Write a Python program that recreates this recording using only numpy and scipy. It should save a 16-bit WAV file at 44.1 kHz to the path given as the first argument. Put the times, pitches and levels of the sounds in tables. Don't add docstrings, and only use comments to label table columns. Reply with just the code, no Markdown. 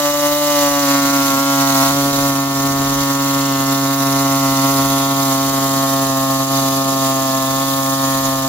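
import sys
import numpy as np
from scipy import signal
from scipy.fft import rfft, irfft, next_fast_len
from scipy.io import wavfile
from scipy.ndimage import uniform_filter1d, map_coordinates

SR = 44100
rng = np.random.default_rng(int(sys.argv[2]) if len(sys.argv) > 2 else 0)


def voltage_ratio(level):
    return 10 ** (np.asarray(level, float) / 20)


def master(y):
    cut = np.clip(np.atleast_2d(y).T, -1, 1)
    pcm = np.round(cut * 32767)
    wavfile.write(sys.argv[1], SR, pcm.astype(np.int16))


N = 373968
PAD = next_fast_len(N, real=True)
TIME = np.arange(N) / SR
FREQ = np.fft.rfftfreq(PAD, 1 / SR)
HALVES = np.array([[0.5], [-0.5]])

STAGE_S = [.6, 1.0, 1.45, 1.6, 1.9, 1.95, 4.8, 6.2]
# start/s, length/s, share
SLACK = [(1.93, 0.373, 0.98)]


def unit(x):
    return x / np.sqrt(np.mean(x ** 2))


def curves(table):
    s, *columns = np.transpose(table)
    return [np.interp(TIME, s, c) for c in columns]


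def spells(table):
    edge_s = 0.04
    total = 0
    for start, length, size in table:
        inside_s = np.minimum(TIME - start, start + length - TIME)
        total = total + size * np.clip(inside_s / edge_s + 0.5, 0, 1)
    return total


def shape_db(table):
    hz, db = np.transpose(table)
    return np.interp(np.log(FREQ + 1), np.log(hz), db, left=min(db[0], -50), right=min(db[-1], -50))


def colour(x, db):
    return irfft(rfft(x, PAD) * voltage_ratio(db), PAD)[..., :N]


def walk(rate):
    steps = np.repeat(rng.standard_normal(int(N / SR * rate) + 2), repeats=12)
    steps = uniform_filter1d(uniform_filter1d(steps, size=12), size=12)
    return unit(np.interp(TIME * rate * 12, np.arange(len(steps)), steps))


def noise():
    return rng.standard_normal(N)


def orders(turns, pop_db, panel_db, grip_db):
    shake = [(1, -.07), (2, 0), (3, -.18), (4, .17), (5, -.39), (6, -.28)]
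    # order, level/dB
    free = [(1, -16), (2, -2), (3, -33), (4, 2), (5, -11.5), (6, -8.5), (7, -9), (8, -4), (9, -13.5),
            (10, -18), (11, -19), (12, -15.5), (13, -17), (14, -15.5), (15, -22.5), (16, -26), (17, -22.5),
            (18, -30), (19, -34), (20, -22)]
    # order, level/dB
    bite = [
        [(1, -13.5), (2, 0.5), (3, -24), (4, -7.5), (5, -10.5), (6, -13.5), (7, -10.5), (8, -5), (9, -12),
         (10, -7.5), (11, -21), (12, -26), (13, -23.5), (14, -27), (15, -22), (16, -22), (17, -31), (18, -33),
         (19, -27), (20, -22.5)],
        [(1, -9), (2, -1), (3, -24), (4, -10.5), (5, -7.5), (6, -10), (7, -8.5), (8, -4.5), (9, -10), (10, -9),
         (11, -17), (12, -23), (13, -24), (14, -18), (15, -23), (16, -21), (17, -36), (18, -31), (19, -31),
         (20, -25)],
    ]
    # order, level/dB
    cut = [(1, -6), (2, 0), (3, -16), (4, -12), (5, -5), (6, -13.5), (7, -10.5), (8, -6), (9, -11.5),
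           (10, -11.5), (11, -21), (12, -30), (13, -19.5), (14, -26), (15, -19.5), (16, -34), (17, -30),
           (18, -33.5), (19, -35), (20, -27.5)]
    # order, level/dB
    deep = [(1, -4), (2, 1.5), (3, -15), (4, -7), (5, 0), (6, -8), (7, -9.5), (8, -2), (9, -5.5),
            (10, -12.5), (11, -20.5), (12, -29), (13, -15), (14, -36), (15, -28), (16, -37), (17, -38),
            (18, -28), (19, -42), (20, -27)]
    # order, left lead/rad, left minus right/dB
    ports = [(1, .2, -1), (2, .17, -.4), (3, 0, -1), (4, .1, 2.5), (5, -.2, -1), (6, 2.0, 0), (7, .6, -2.5),
             (8, .4, 2.5), (9, .8, 2.2), (10, .5, .7), (13, 1.4, 2.2), (15, 1.1, -4.5), (20, 2.5, 1.5)]
    grip_share = {1: .1, 4: -0.31, 5: 1.0}
    contact_share = {1: 0.51, 2: 0.67, 4: 0.41}
    # start/s, length/s, level/dB
    damped = [
        (4.25, 0.42, -5),
        (6.1, .3, -6),
        (7.22, .12, -18),
        (7.35, 1.21, -6),
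    ]
    slack_fourth_db = 6

    stages = np.array([free, bite[0], bite[0], bite[1], bite[1], cut, cut, deep])[:, :, 1]
    stages = stages - 10 * np.log10(np.sum(voltage_ratio(2 * stages[:, 5:10]), axis=1, keepdims=True))
    panel_db = panel_db + 0.23 * walk(20)
    strength_db = 0.59 * walk(110)
    scatter_db = 0.75 * walk(120)
    early = 0.001 * walk(120)
    port_order, port_lead, port_pan_db = np.transpose(ports)
    out = 0
    for k in range(1, 21):
        lead = np.interp(k, port_order, port_lead)
        pan_db = np.interp(k, port_order, port_pan_db)
        drift_db = {1: 0.6, 2: 0.2, 3: 1.6}.get(k, 0.5) * walk(9)
        db = pop_db - 0.3 + np.interp(TIME, STAGE_S, stages[:, k - 1]) + drift_db
        db = db + grip_share.get(k, 0) * grip_db + contact_share.get(k, 0) * panel_db
        if k == 3:
            db = db + spells(damped)
        if k == 4:
            db = db + slack_fourth_db * spells(SLACK)
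        if k > 3:
            db = db + scatter_db
        if k < 7:
            offset = shake[k - 1][1]
        else:
            offset = 0.4423 * k + 0.19 + 0.065 * walk(0.9) + k * early
        sway = lead + 0.029 * k * walk(0.98)
        tone = np.cos(2 * np.pi * (k * turns + offset) + sway * HALVES)
        tone = tone / np.cos(lead / 2).clip(0.4, 1)
        out = out + np.sqrt(2) * voltage_ratio(db + strength_db + pan_db * HALVES) * tone
    return out


def puffs(turns, start, depth, second):
    half = 2 * (turns - start)
    count = np.floor(half)
    phase = half % 1
    size = voltage_ratio(1.7 * rng.standard_normal(4000))[count.astype(int) + 4]
    size = size * np.where(count % 2, second, 1)
    return 1 + depth * size * (1 - np.exp(-phase / 0.039)) * np.exp(-phase / 0.5)


def echoes(x, count, share):
    out = x.copy()
    for lag, sign in rng.random((count, 2)):
        late = np.arange(N) - 30 - 400 * lag - 1.2 * walk(0.4)
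        out += share * np.sign(sign - 0.5) * x[late.astype(int).clip(0, N - 1)]
    return out


def exhaust(turns, db):
    # f/Hz, density/dB per Hz
    hiss_early = [(1300, -9.5), (2100, -4), (2380, -9), (2750, -5), (4300, 1), (5000, -1.5), (6200, 1),
                  (7250, -0.5), (7900, -6), (8950, -13.5), (9900, -8), (10900, -7.5), (12100, -4),
                  (13300, -6), (16000, -4.5)]
    # f/Hz, density/dB per Hz
    hiss_late = [(1320, -9.5), (2200, -10), (2700, -15), (2760, -9), (3770, -2), (5640, -4), (6700, 0),
                 (7280, -4), (8930, -15.5), (10000, -6.5), (11200, -11), (12400, -5), (13500, -10),
                 (15100, -5.5), (16000, -15)]
    # f/Hz, left minus right/dB
    balance = [(2000, 5.5), (2800, 5), (4000, -2.5), (5500, -6), (7000, -8.5), (8500, 6), (9300, 2.5),
               (10000, -16.5), (11000, 11.5), (12200, -12), (13500, 7), (15000, -9.5)]

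    bright_db = -0.6 + 0.4 * walk(9)
    jet = puffs(turns, start=0.067, depth=9, second=0.59) * voltage_ratio(0.2 * walk(16))
    common = jet * noise()
    air = []
    for lag in (0, 4):
        own = 0.87 * jet * noise()
        air.append(echoes(np.roll(common, lag) + own, count=9, share=0.25))
    air = np.array(air)
    hz, pan_db = np.transpose(balance)
    pan_db = np.interp(FREQ, hz, pan_db) * HALVES
    late = np.interp(TIME, [3.5, 6.0], [0, 1])
    first = unit(colour(air, shape_db(hiss_early) + pan_db))
    last = unit(colour(air, shape_db(hiss_late) + pan_db))
    air = (1 - late) * first + late * last
    low = signal.sosfilt(signal.butter(5, 8800, fs=SR, output="sos"), air)
    high = signal.sosfilt(signal.butter(5, 8800, "high", fs=SR, output="sos"), air)
    return voltage_ratio(db + 3.5) * (unit(low) + voltage_ratio(bright_db - 0.8) * unit(high))


def rattle(turns, db):
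    # f/Hz, level/dB
    clatter_shape = [(1200, -17), (1800, 0.5), (2350, -11), (3300, -0.5), (4200, -2.5), (5500, -7),
                     (7000, -3.5), (9000, -12.5)]
    renew_strokes = 70
    pattern = rng.standard_normal((2, 200, 256))
    place = [turns / renew_strokes, turns % 1 * 255]
    clatter = np.array([map_coordinates(p, place, order=1) for p in pattern])
    clatter = clatter * np.exp(-((turns + 0.44 + 0.029) % 1) / 0.63)
    port_db = np.array([[-2.0], [-5.0]])
    return voltage_ratio(db + port_db) * unit(colour(clatter, shape_db(clatter_shape)))


def teeth(turns):
    # f/Hz, level/dB
    rasp_shape = [(80, -1), (180, -0.5), (260, 9.5), (340, 5), (430, -1), (700, 6), (1200, 6),
                  (1600, -10.5), (2300, -22), (3500, -39)]
    # start/s, length/s, level/dB
    tears = [
        (1.03, 0.1, 9.5),
        (1.22, .18, 7),
        (1.85, .5, 5),
        (2.6, 0.23, 5),
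        (3.55, .1, 3),
        (4.4, 0.545, 3),
        (7.5, .1, 5),
        (8.2, 0.097, 1),
    ]
    free_bite_db = -6

    strokes = puffs(turns, start=0.45, depth=0.7, second=0.67) * voltage_ratio(0.49 * walk(11))
    shape = shape_db(rasp_shape)
    widen_db = np.clip(3.6 * np.log2((FREQ + 1) / 900), -25, 0)
    mid = colour(strokes * noise(), shape)
    side = colour(strokes * noise(), shape + widen_db)
    rasp = np.array([mid + side, mid - side]) / np.std(mid)
    bass = signal.sosfilt(signal.butter(2, 450, fs=SR, output="sos"), rasp)
    bite_db = -48 + np.interp(TIME, STAGE_S[:2], [free_bite_db, 0]) + spells(tears) + 2 * walk(9)
    return voltage_ratio(0.82 * bite_db + 7.0) * bass + voltage_ratio(0.29 * bite_db - 23.0) * (rasp - bass)


def flutter():
    # f/Hz, level/dB
    gust_shape = [(15, -19), (40, 2.5), (80, 0.5), (120, -7), (200, -35)]
    # start/s, length/s, level/dB
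    swings = [(.38, .17, -6), (.69, .07, 5), (.85, .18, -5), (1.42, .18, -8), (1.92, 0.48, 5),
              (2.58, .47, 9), (4.47, .55, 5), (5.08, 0.068, -9), (5.5, 1.9, -1), (7.72, 0.36, -3),
              (8.05, 0.45, 6)]
    common = noise()
    ports = []
    for port_db in (2.0, -4.0):
        buffet = colour(common + 0.96 * noise(), shape_db(gust_shape))
        ports.append(unit(buffet) * voltage_ratio(port_db))
    return voltage_ratio(-47.5 + spells(swings) + 1.3 * walk(14)) * np.array(ports)


def scene():
    # t/s, rate/Hz, grip/dB
    stroke_rate = [(0.0, 145.5, -1.5), (0.42, 146.7, -1.5), (0.78, 141.8, 3.5), (0.88, 139.5, 0),
                   (1.14, 139.2, 1.5), (1.36, 137.0, 1), (1.42, 138.6, -0.5), (1.86, 136.3, 3),
                   (1.96, 139.7, -1.9), (2.24, 139.1, -0.5), (2.36, 137.6, -2.4), (2.84, 137.7, -1),
                   (2.98, 138.5, -10), (3.76, 137.1, -3), (6.86, 135.4, -1.5), (7.32, 133.7, -0.5),
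                   (7.72, 135.9, -5.5), (8.47, 134.3, -3)]
    # t/s, valve pop/dB, contact/dB
    drive = [(0.0, -25.5, 1), (1.14, -21.5, 3), (1.28, -21.5, -1), (1.42, -22.5, 1), (1.68, -20.5, 4.5),
             (1.86, -20, 1.5), (1.94, -24.5, 3.5), (2.42, -24.5, 2), (2.48, -27, 1.5), (2.62, -24.5, 1.7),
             (3.96, -24, 2.8), (4.5, -21.5, 0.5), (5.5, -23.5, 0.9), (6.76, -23.0, 2.1),
             (7.28, -23.5, -0.7), (7.76, -24, 1.5), (8.16, -23, 0.5), (8.47, -25, 2)]
    # start/s, length/s, rate shift/Hz
    leans = [(.55, 0.16, -0.076), (3.1, 0.33, .35), (3.55, 0.16, -0.39), (4.15, 0.1, 0.47),
             (4.38, 0.25, -0.53), (4.68, 0.61, 0.56), (5.28, 0.085, -.5), (6.05, .4, -.55),
             (6.5, .12, 0.61), (6.98, .1, -0.25), (7.5, .1, -.3)]
    # start/s, length/s, level/dB
    shoves = [(.04, 0.024, 3), (.25, 0.024, 2.5), (.36, .06, -1.5), (.55, .13, 1.3), (.7, 0.028, 0),
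              (.88, 0.072, 2), (3.68, 0.055, 2), (3.95, .05, -2), (4.54, 0.042, -1), (4.63, .05, 1),
              (5.28, 0.079, 1.5), (5.76, 0.09, 1), (6.43, 0.096, -1.8), (6.52, 0.066, 0.5), (6.82, .06, -1),
              (7.02, .06, 1.7)]
    # t/s, slip/strokes
    snags = [
        (1.821, -0.027),
        (1.832, 0.039),
        (1.895, -0.02),
        (1.909, .05),
    ]
    lean_db_per_hz, hiss_db_per_hz, loaded_hz = 0.46, 0.2154, 137
    hiss_under_pop_db, slack_hiss_db = -5, 1.2

    hz, grip_db = curves(stroke_rate)
    pop_db, panel_db = curves(drive)
    surge_db = 0.4653 * walk(75)
    pop_db = pop_db + surge_db + spells(shoves) + lean_db_per_hz * spells(leans)
    air_db = pop_db + hiss_under_pop_db + hiss_db_per_hz * (hz - loaded_hz)
    air_db = air_db + slack_hiss_db * spells(SLACK)
    unsteady = 1 + 0.001986 * walk(30) + 0.000997 * walk(9)
    turns = np.cumsum((hz + spells(leans)) * unsteady) / SR
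    for s, slip in snags:
        turns = turns + slip * np.clip((TIME - s) / 0.0084, 0, 1)
    tool = orders(turns, pop_db, panel_db, grip_db) + exhaust(turns, air_db) + rattle(turns, air_db)
    return tool + teeth(turns) + flutter()


def low_pass(x):
    return signal.sosfilt(signal.butter(12, 17080, fs=SR, output="sos"), x)


def record(dry):
    top = signal.ellip(10, 0.2, 80, 15700, fs=SR, output="sos")
    rounded = np.tanh(0.42 * dry) / 0.39
    return low_pass(signal.sosfilt(top, rounded))


dry = scene()
out = record(dry)
master(out)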